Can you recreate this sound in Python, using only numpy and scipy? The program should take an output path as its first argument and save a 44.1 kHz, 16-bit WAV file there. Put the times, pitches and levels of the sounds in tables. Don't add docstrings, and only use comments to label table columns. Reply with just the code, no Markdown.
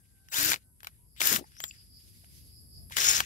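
import sys
import numpy as np
from scipy import signal
from scipy.fft import rfft, irfft, next_fast_len
from scipy.io import wavfile
from scipy.ndimage import uniform_filter1d, map_coordinates

SR = 44100
rng = np.random.default_rng(int(sys.argv[2]) if len(sys.argv) > 2 else 0)


def to_linear_factor(level_db):
    exponent = np.asarray(level_db, float) / 20
    return 10 ** exponent


def int16_out(signal):
    q = np.round(np.clip(np.atleast_2d(signal).T, -1, 1) * 32767)
    wavfile.write(sys.argv[1], SR, q.astype(np.int16))


N = 143325

# frequency in Hz, level in dB.
TRAFFIC_COLOUR = [(25, -37.5), (54, 1.5), (123, -4), (350, -22), (700, -37.5), (1200, -46)]
# time in seconds, level in dB.
TRAFFIC_LEVEL = [(0, -65), (2.4, -58.5), (3.1, -48.5)]
# frequency in Hz, likeness from 0 to 1.
FAR_LIKENESS = [(60, 0.62), (700, 0.1)]
# frequency in Hz, level in dB.
HISS_COLOUR = [(300, -4), (1500, -15), (3200, -27), (6200, -15), (8500, 0.5), (15000, -20)]
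# frequency in Hz, level in dB.
LOW_INSECT_COLOUR = [(4100, -30), (4650, -1), (5100, 0), (5700, -28)]
HIGH_INSECT_COLOUR = [(9000, -23), (10400, -7), (11400, -1.5), (12800, -29)]
# time in seconds, level in dB.
LOW_INSECT_LEVEL = [(0, -80), (1.0, -89.5), (1.15, -73), (1.45, -68), (1.57, -73), (1.7, -68), (1.8, -59.5),
                    (1.89, -72.5), (1.97, -61.5), (2.07, -71), (2.17, -65.5), (2.3, -66), (2.47, -67),
                    (2.58, -59.5), (2.68, -67.5), (2.77, -55.5), (2.87, -68.5)]
HIGH_INSECT_LEVEL = [(0, -69), (1.6, -65), (2.85, -58.5)]
# time in seconds, pitch in Hz, level in dB.
BIRD_CALL = [(0, 1582, -82.5), (.1, 1574, -87), (.2, 1553, -77.5), (0.279, 1534, -76.5), (.62, 1510, -85.5),
             (.72, 1527, -97), (0.779, 1510, -99)]
# start in seconds, pitch in Hz, level in dB.
DOVE_COOS = [
    (0.689, 987, -90),
    (.98, 965, -83.5),
    (2.769, 690, -78),
]
# time in seconds, level in dB.
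BREEZE_LEVEL = [(1.9, -82), (2.02, -65), (2.152, -63.5), (2.28, -66.5), (2.37, -59.5), (2.5, -68.5),
                (2.62, -86.5)]
# frequency in Hz, level in dB per Hz.
LEAF_COLOUR = [(1200, -16.5), (2200, -3.5), (4200, 2), (9000, -4), (14000, -2.5), (16000, -5)]
# frequency in Hz, difference in dB.
LEFT_LOUDER = [(200, 9), (900, 2), (2400, 2.5), (8100, 9.5), (15000, 11)]
# frequency in Hz, share from 0 to 1.
OTHER_FACE_SHARE = [(300, 1), (700, .5), (1500, 0.84), (3000, .9), (9000, .98)]
# time in seconds, level in dB.
RUB_LEVEL = [(0, -82.5), (.27, -82), (.62, -76), (.7, -108), (.86, -73), (.98, -85), (1.14, -102),
             (1.17, -61), (1.5, -74), (1.65, -67), (1.82, -71), (1.92, -85), (2.88, -111), (2.92, -52.5)]
# frequency in Hz, level in dB.
SKIN_COLOUR = [(500, -28.5), (1700, 1.5), (5000, 1), (13000, -12), (16000, -8)]
# time in seconds, pitch in Hz, level in dB.
SQUEAK_RISE = [(1.532, 4980, -77), (1.581, 5400, -55.5), (1.625, 7500, -45.5), (1.68, 7220, -44.5),
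               (1.789, 7500, -85)]
# time in seconds, pitch in Hz, level in dB.
SQUEAK_FALL = [(1.672, 7400, -69), (1.69, 5620, -53), (1.709, 4320, -66)]
# start in seconds, body in dB, snap in dB.
FINGER_TICKS = [(0.2864, -50.5, -65), (.805, -53, -72.5), (0.832, -47, -50), (0.846, -42, -48),
                (0.8703, -33.5, -42), (1.164, -55.5, -67), (1.519, -59.5, -80), (1.567, -53, -90),
                (2.245, -60, -102), (2.899, -54, -56)]
# start in seconds, body in dB, snap in dB, ring in Hz.
BACKLASH_KNOCKS = [(.5185, -22, -35, 2370), (.533, -24.5, -51, 3670), (.5412, -27.5, -40.5, 2322),
                   (.56, -37.5, -67.5, 4450), (1.2055, -24.5, -41, 3420), (1.2165, -22, -31, 2360),
                   (1.362, -25.5, -38, 2920), (1.6033, -37.5, -43.5, 3160), (1.6395, -30, -35.5, 3300),
                   (2.9215, -43.5, -49, 2520), (2.9685, -22, -31.5, 2990), (2.9845, -23.5, -37, 1990),
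                   (3.2043, -19, -30.5, 3120)]
# frequency in Hz, level in dB.
BODY_COLOUR = [(300, -20.5), (700, -6), (1500, -1), (3000, -2), (7000, -9.5), (12000, -22)]
SNAP_COLOUR = [(5000, -31.5), (9000, -6), (14500, 6.5), (16000, -14)]
# snap in dB, lowest frequency in Hz.
LIGHT_CONTACT = [(-62, 1400), (-50, 200)]
# start in seconds, level in dB, pitch in Hz.
LOW_THUDS = [(1.346, -32.5, 220), (1.408, -38.5, 280.5), (1.411, -48, 643), (1.42, -42.5, 340),
             (1.44, -41.5, 845), (2.236, -53, 700), (2.908, -36, 960), (3.202, -20.5, 776)]
# start in seconds,
# level in dB.
FAN_CATCHES = [(.344, -33), (.383, -25), (.428, -26), (.457, -25), (.501, -27)]
# start in seconds, level in dB, pitch in Hz.
CASING_PINGS = [(0.341, -31.5, 5020), (.371, -28, 4900), (.447, -19, 14800), (.492, -26, 5800),
                (1.235, -27.5, 5320), (1.2574, -15.5, 11920), (1.272, -15, 12000), (1.277, -31, 5290),
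                (1.29, -34, 7200), (1.327, -19, 15100), (1.346, -23, 14800), (1.36, -26, 15100),
                (1.367, -24, 12240), (1.71, -39.5, 2700), (1.7097, -43, 3450), (1.71, -46, 4750),
                (1.855, -68, 11970), (1.97, -57, 12300), (3.0017, -18.5, 5650), (3.0317, -26, 5760),
                (3.051, -20, 5200), (3.084, -24, 5570), (3.086, -14, 6500), (3.093, -23, 5640),
                (3.093, -19, 8980), (3.112, -15.5, 7000), (3.122, -26, 5460), (3.138, -28, 5260),
                (3.156, -20, 6860), (3.1662, -21, 6670), (3.167, -19, 5780), (3.179, -27, 6700)]
# time in seconds, turns per second in Hz, level in dB.
SHAFT_SPIN = [(.315, 125, -64), (.345, 205, -47), (.38, 270, -45), (.46, 316, -45), (.55, 290, -54)]
# multiple of the shaft rate, level in dB.
SHAFT_HUMS = [(4.5, -3), (9, -7), (15, 8)]
# on in seconds, off in seconds.
TRIGGER_ON = [
    (0.295, .39),
    (1.174, 1.4),
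    (2.934, 3.03),
]
# level in dB of each harmonic, lowest first.
WHINE_LEVELS = [-66, -62, -65, -60]
# time in seconds, pitch in Hz, level in dB.
GEAR_MESH = [(2.991, 5300, -41.5), (3.091, 5690, -27), (3.13, 5336, -39), (3.178, 5710, -33)]
# time in seconds, gear rattle in dB.
BLIP_LEVELS = [
    [(.312, -52.5), (.335, -32.5), (.38, -28), (.515, -26.5), (.545, -37.5), (.585, -76)],
    [(1.196, -55), (1.206, -29), (1.275, -24), (1.365, -26.5), (1.377, -39.5), (1.398, -60), (1.408, -66)],
    [(2.958, -44), (2.972, -27), (3.09, -24.5), (3.18, -27.5), (3.21, -34), (3.25, -81)],
]
# casing ring, treble and fan air, each in dB over the rattle.
BLIP_BALANCE = [
    (-5.5, -4, -15),
    (-5.5, -2.5, -13),
    (-9, -8.5, -30),
]
# frequency in Hz, level in dB per Hz.
GEAR_COLOUR = [(200, -16), (1000, -11.5), (1600, -4), (3000, -2.5), (6000, -2.5), (9000, -5.5), (12500, 0),
               (15700, -1)]
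# frequency in Hz, width in Hz, level in dB.
CASING_RINGS = [(1590, 280, -0.5), (5270, 350, -4), (6890, 420, -1.5), (12400, 610, -7.5)]
# frequency in Hz, level in dB.
FAN_COLOUR = [(30, -16.5), (110, -13), (350, -14.5), (1200, -27)]


def unit(x):
    return x / np.sqrt(np.mean(x ** 2) + 1e-20)


def along(points, hz):
    f, v = np.transpose(points)
    return np.interp(np.log(hz + 1), np.log(f + 1), v)


def shut(points, hz):
    return to_linear_factor(along(points, hz)) * (hz > .8 * points[0][0])


def curves(rows):
    s, *cols = np.transpose(rows)
    return [np.interp(np.arange(N) / SR, s, c) for c in cols]


def wobble(rate):
    return map_coordinates(rng.standard_normal(N // 20), [np.arange(N) * rate / SR])


def gate(on, off, fade):
    t = np.arange(N) / SR
    return np.clip(np.minimum(t - on, off - t) / fade, 0, 1)


def filtered(x, response):
    m = next_fast_len(x.shape[-1] + 8192)
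    return irfft(rfft(x, m) * response(np.fft.rfftfreq(m, 1 / SR)), m)[..., :x.shape[-1]]


def noise(colour, n=N, rows=()):
    return unit(filtered(rng.standard_normal((*rows, n)), lambda hz: shut(colour, hz)))


def tone(hz, blur_hz):
    return np.sqrt(2) * np.sin(2 * np.pi * np.cumsum(hz + blur_hz * wobble(440)) / SR)


def patchy(x, depth_db):
    z = signal.stft(x, nperseg=256)[2]
    field = rng.standard_normal(z.shape[-2:])
    field = uniform_filter1d(uniform_filter1d(field, size=8, axis=0), size=14, axis=1)
    return unit(signal.istft(z * to_linear_factor(depth_db * unit(field)), nperseg=256)[1][..., :N])


def far_stereo(colour):
    alike = lambda hz: np.clip(along(FAR_LIKENESS, hz), 0, 1)
    a, b = noise(colour), noise(colour)
    right = filtered(a, alike) + filtered(b, lambda hz: np.sqrt(1 - alike(hz) ** 2))
    return np.array([a, right])


def traffic():
    level = to_linear_factor(curves(TRAFFIC_LEVEL)[0] + 1.5 * wobble(20))
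    return level * far_stereo(TRAFFIC_COLOUR) * to_linear_factor([[1.3], [-1.3]])


def air_hiss():
    return to_linear_factor(-74) * patchy(far_stereo(HISS_COLOUR), 1.9)


def insects():
    low = to_linear_factor(curves(LOW_INSECT_LEVEL)[0] + 2.2 * wobble(8.3)) * far_stereo(LOW_INSECT_COLOUR)
    high = to_linear_factor(curves(HIGH_INSECT_LEVEL)[0] + .7 * wobble(42)) * far_stereo(HIGH_INSECT_COLOUR)
    return low + high


def birds():
    hz, db = curves(BIRD_CALL)
    call = tone(hz, 32) + to_linear_factor(-11.0) * tone(hz / 2, 25)
    out = gate(-1, BIRD_CALL[-1][0], 0.054) * to_linear_factor(db + 6.8 * wobble(10)) * call
    coo_s = .1
    for s, pitch, level_db in DOVE_COOS:
        out += to_linear_factor(level_db) * gate(s, s + coo_s, 0.015) * tone(pitch + 25 * wobble(26), 40.0)
    return out * to_linear_factor([[-1.5], [1.5]])


def breeze():
    on = gate(BREEZE_LEVEL[0][0], BREEZE_LEVEL[-1][0], 0.025)
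    flutter = to_linear_factor(1.3 * wobble(60)) * patchy(far_stereo(LEAF_COLOUR), 1.8)
    return on * to_linear_factor(curves(BREEZE_LEVEL)[0]) * flutter * to_linear_factor([[-1.8], [1.8]])


def near(faces):
    wall_db, wall_t60_s, lead_s = -16, .08, 0.0003665
    t = np.arange(SR // 6) / SR
    echoes = rng.standard_normal((2, len(t))) * to_linear_factor(-60 * t / wall_t60_s)
    tail = to_linear_factor(wall_db) * unit(echoes) / np.sqrt(len(t))
    other = lambda hz: np.clip(along(OTHER_FACE_SHARE, hz), 0, 1)
    right = filtered(faces, lambda hz: [np.sqrt(1 - other(hz) ** 2), other(hz)]).sum(axis=0)
    seen = np.array([faces[0], right])
    both = signal.fftconvolve(seen, tail + (t == 0), axes=1)[:, :N]

    def path(hz):
        level = to_linear_factor(np.outer([.3, -.7], along(LEFT_LOUDER, hz)))
        return level * np.exp(-2j * np.pi * np.outer([0, lead_s], hz))
    return filtered(both, path)


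def hand():
    hiss = lambda hz, k: wobble(900) * tone(k * hz, k * 90)
    hz, db = curves(SQUEAK_RISE)
    on = gate(SQUEAK_RISE[0][0], SQUEAK_RISE[-1][0], 0.012)
    squeak = on * to_linear_factor(db) * (hiss(hz, 1) + to_linear_factor(-11.5) * hiss(hz, 2))
    hz, db = curves(SQUEAK_FALL)
    on = gate(SQUEAK_FALL[0][0], SQUEAK_FALL[-1][0], .006)
    squeak += on * to_linear_factor(db) * hiss(hz, 0.97)
    grip = patchy(noise(SKIN_COLOUR, rows=(2,)), 3)
    return to_linear_factor(curves(RUB_LEVEL)[0] + 6 + 2.2 * wobble(36)) * grip + squeak


def hits(rows):
    attack_s, ring_t60_s, ring_db = .0005, 0.0081, -2
    hit_t60_s, after_t60_s, after_db = .006, .045, -19
    out, t = np.zeros((2, N + SR)), np.arange(SR // 10) / SR
    fall = to_linear_factor(-60 * t / hit_t60_s) + to_linear_factor(after_db - 60 * t / after_t60_s)
    fall *= 1 - np.exp(-(t / attack_s) ** 2)
    for s, body_db, snap_db, hz in rows:
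        ring = to_linear_factor(ring_db - 60 * t / ring_t60_s) * np.sin(2 * np.pi * hz * t) * (1 - np.exp(-t / attack_s))
        low_hz = np.interp(snap_db, *np.transpose(LIGHT_CONTACT))
        no_bass = lambda f: 1 / np.sqrt(1 + (low_hz / (f + 1)) ** 8)
        body = filtered(noise(BODY_COLOUR, len(t), rows=(2,)), no_bass)
        snap = fall * noise(SNAP_COLOUR, len(t), rows=(2,))
        hit = to_linear_factor(body_db + 11.5) * (fall * body + ring) + to_linear_factor(snap_db + 14) * snap
        out[:, round((s - attack_s) * SR):][:, :len(t)] += hit
    return out[:, :N]


def finger_ticks():
    ring_hz = 1620
    return hits([(*row, ring_hz) for row in FINGER_TICKS])


def backlash_knocks():
    return hits(BACKLASH_KNOCKS)


def thuds():
    catch_push_db, catch_hz, scrape_s = -12, 118.4, 0.0033
    longest_t60_s, cycles, puff_db = .05, 18, -6
    out, t = np.zeros(N + SR), np.arange(SR // 10) / SR
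    catches = [(s, db + catch_push_db, catch_hz) for s, db in FAN_CATCHES]
    for s, db, hz in LOW_THUDS + catches:
        puff = to_linear_factor(puff_db) * noise([(hz / 2, -12), (hz, 0), (2.6 * hz, -9), (6 * hz, -60)], len(t))
        fall = to_linear_factor(db + 2.5 - 60 * t / min(longest_t60_s, cycles / hz)) * (1 - np.exp(-t / .003))
        out[round(s * SR):][:len(t)] += fall * (np.sin(2 * np.pi * hz * t) + puff)
    swell = t / scrape_s * np.exp(-(t / scrape_s) ** 2)
    for s, db in FAN_CATCHES:
        out[round(s * SR):][:len(t)] += to_linear_factor(db + 9.0) * swell * noise(SNAP_COLOUR, len(t))
    return out[:N]


def pings():
    ping_s, spread = .0018, .05
    out, t = np.zeros(N + SR), np.arange(SR // 50) / SR
    swell = 2 * t / ping_s * np.exp(-(t / ping_s) ** 1.5)
    for s, db, hz in CASING_PINGS:
        draws = rng.uniform(-0.95, 1, (3, 2))
        ring = sum(np.sin(2 * np.pi * (hz * (1 + spread * u) * t + v)) for u, v in draws)
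        out[round(s * SR):][:len(t)] += to_linear_factor(db) * unit(ring) * swell
    return out[:N]


def switching_whine():
    switch_hz = 3887
    whine = sum(to_linear_factor(db) * tone((k + 1) * switch_hz, 5.5) for k, db in enumerate(WHINE_LEVELS))
    return whine * sum(gate(on, off, 0.0069) for on, off in TRIGGER_ON)


def shaft():
    hz, db = curves(SHAFT_SPIN)
    start, end = SHAFT_SPIN[0][0], SHAFT_SPIN[-1][0]
    hums = sum(to_linear_factor(db + d + 0.56 * wobble(55)) * tone(k * hz, 7 * k) for k, d in SHAFT_HUMS)
    sleeve = to_linear_factor(db - 3.5 + 1.5 * wobble(33)) * tone(hz, 12)
    return gate(start, end, 0.011) * hums + gate(.365, end, .03) * sleeve


def gear_mesh():
    hz, db = curves(GEAR_MESH)
    mesh = sum(to_linear_factor(db + 2.5 * wobble(150)) * tone(k * hz, 150) for k in (1, 1.21))
    return gate(GEAR_MESH[0][0], GEAR_MESH[-1][0], 0.009) * mesh


def casing(hz):
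    total = 0
    for k, (centre, width, db) in enumerate(CASING_RINGS):
        total = total + (-1) ** k * to_linear_factor(db) * 1j * hz * width / (centre ** 2 - hz ** 2 + 1j * hz * width)
    return total


def gears():
    rattle, air = np.zeros((2, N)), np.zeros(N)
    for rows, (ring_db, bright_db, air_db) in zip(BLIP_LEVELS, BLIP_BALANCE):
        level_db, = curves(rows)
        on = gate(rows[0][0], rows[-1][0] + .01, .004)
        clumps_db = [[2.5 * wobble(900) + .3 * wobble(130)], [2.5 * wobble(110)]]
        teeth = rng.standard_normal((2, 2, N)) * to_linear_factor(clumps_db)
        treble = [(7000, 0.0042), (11000, bright_db)]
        plain = unit(filtered(teeth[0], lambda hz: shut(GEAR_COLOUR, hz) * to_linear_factor(along(treble, hz))))
        ringing = unit(filtered(teeth[1], casing))
        rattle += on * to_linear_factor(level_db) * (plain + to_linear_factor(ring_db) * ringing)
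        late_db = np.roll(level_db, SR // 40)
        air += on * to_linear_factor(late_db + air_db + 4.2 * wobble(40.2)) * noise(FAN_COLOUR)
    return rattle, air


def scene():
    yard = traffic() + air_hiss() + insects() + birds() + breeze()
    handling = hand() + finger_ticks()
    rattle, air = gears()
    drill = rattle + shaft() + gear_mesh() + switching_whine() + backlash_knocks() + thuds() + pings()
    return yard + near(handling + drill) + air * to_linear_factor([[0], [-14]])


def low_pass(x):
    return signal.sosfilt(signal.butter(12, 16980, fs=SR, output="sos"), x)


def record(dry):
    top_hz = 15780
    edge = [(top_hz - 150, 0), (top_hz + 150, -38)]
    mix = filtered(dry, lambda hz: to_linear_factor(along(edge, hz)))
    return low_pass(mix)


dry = scene()
out = record(dry)
int16_out(out)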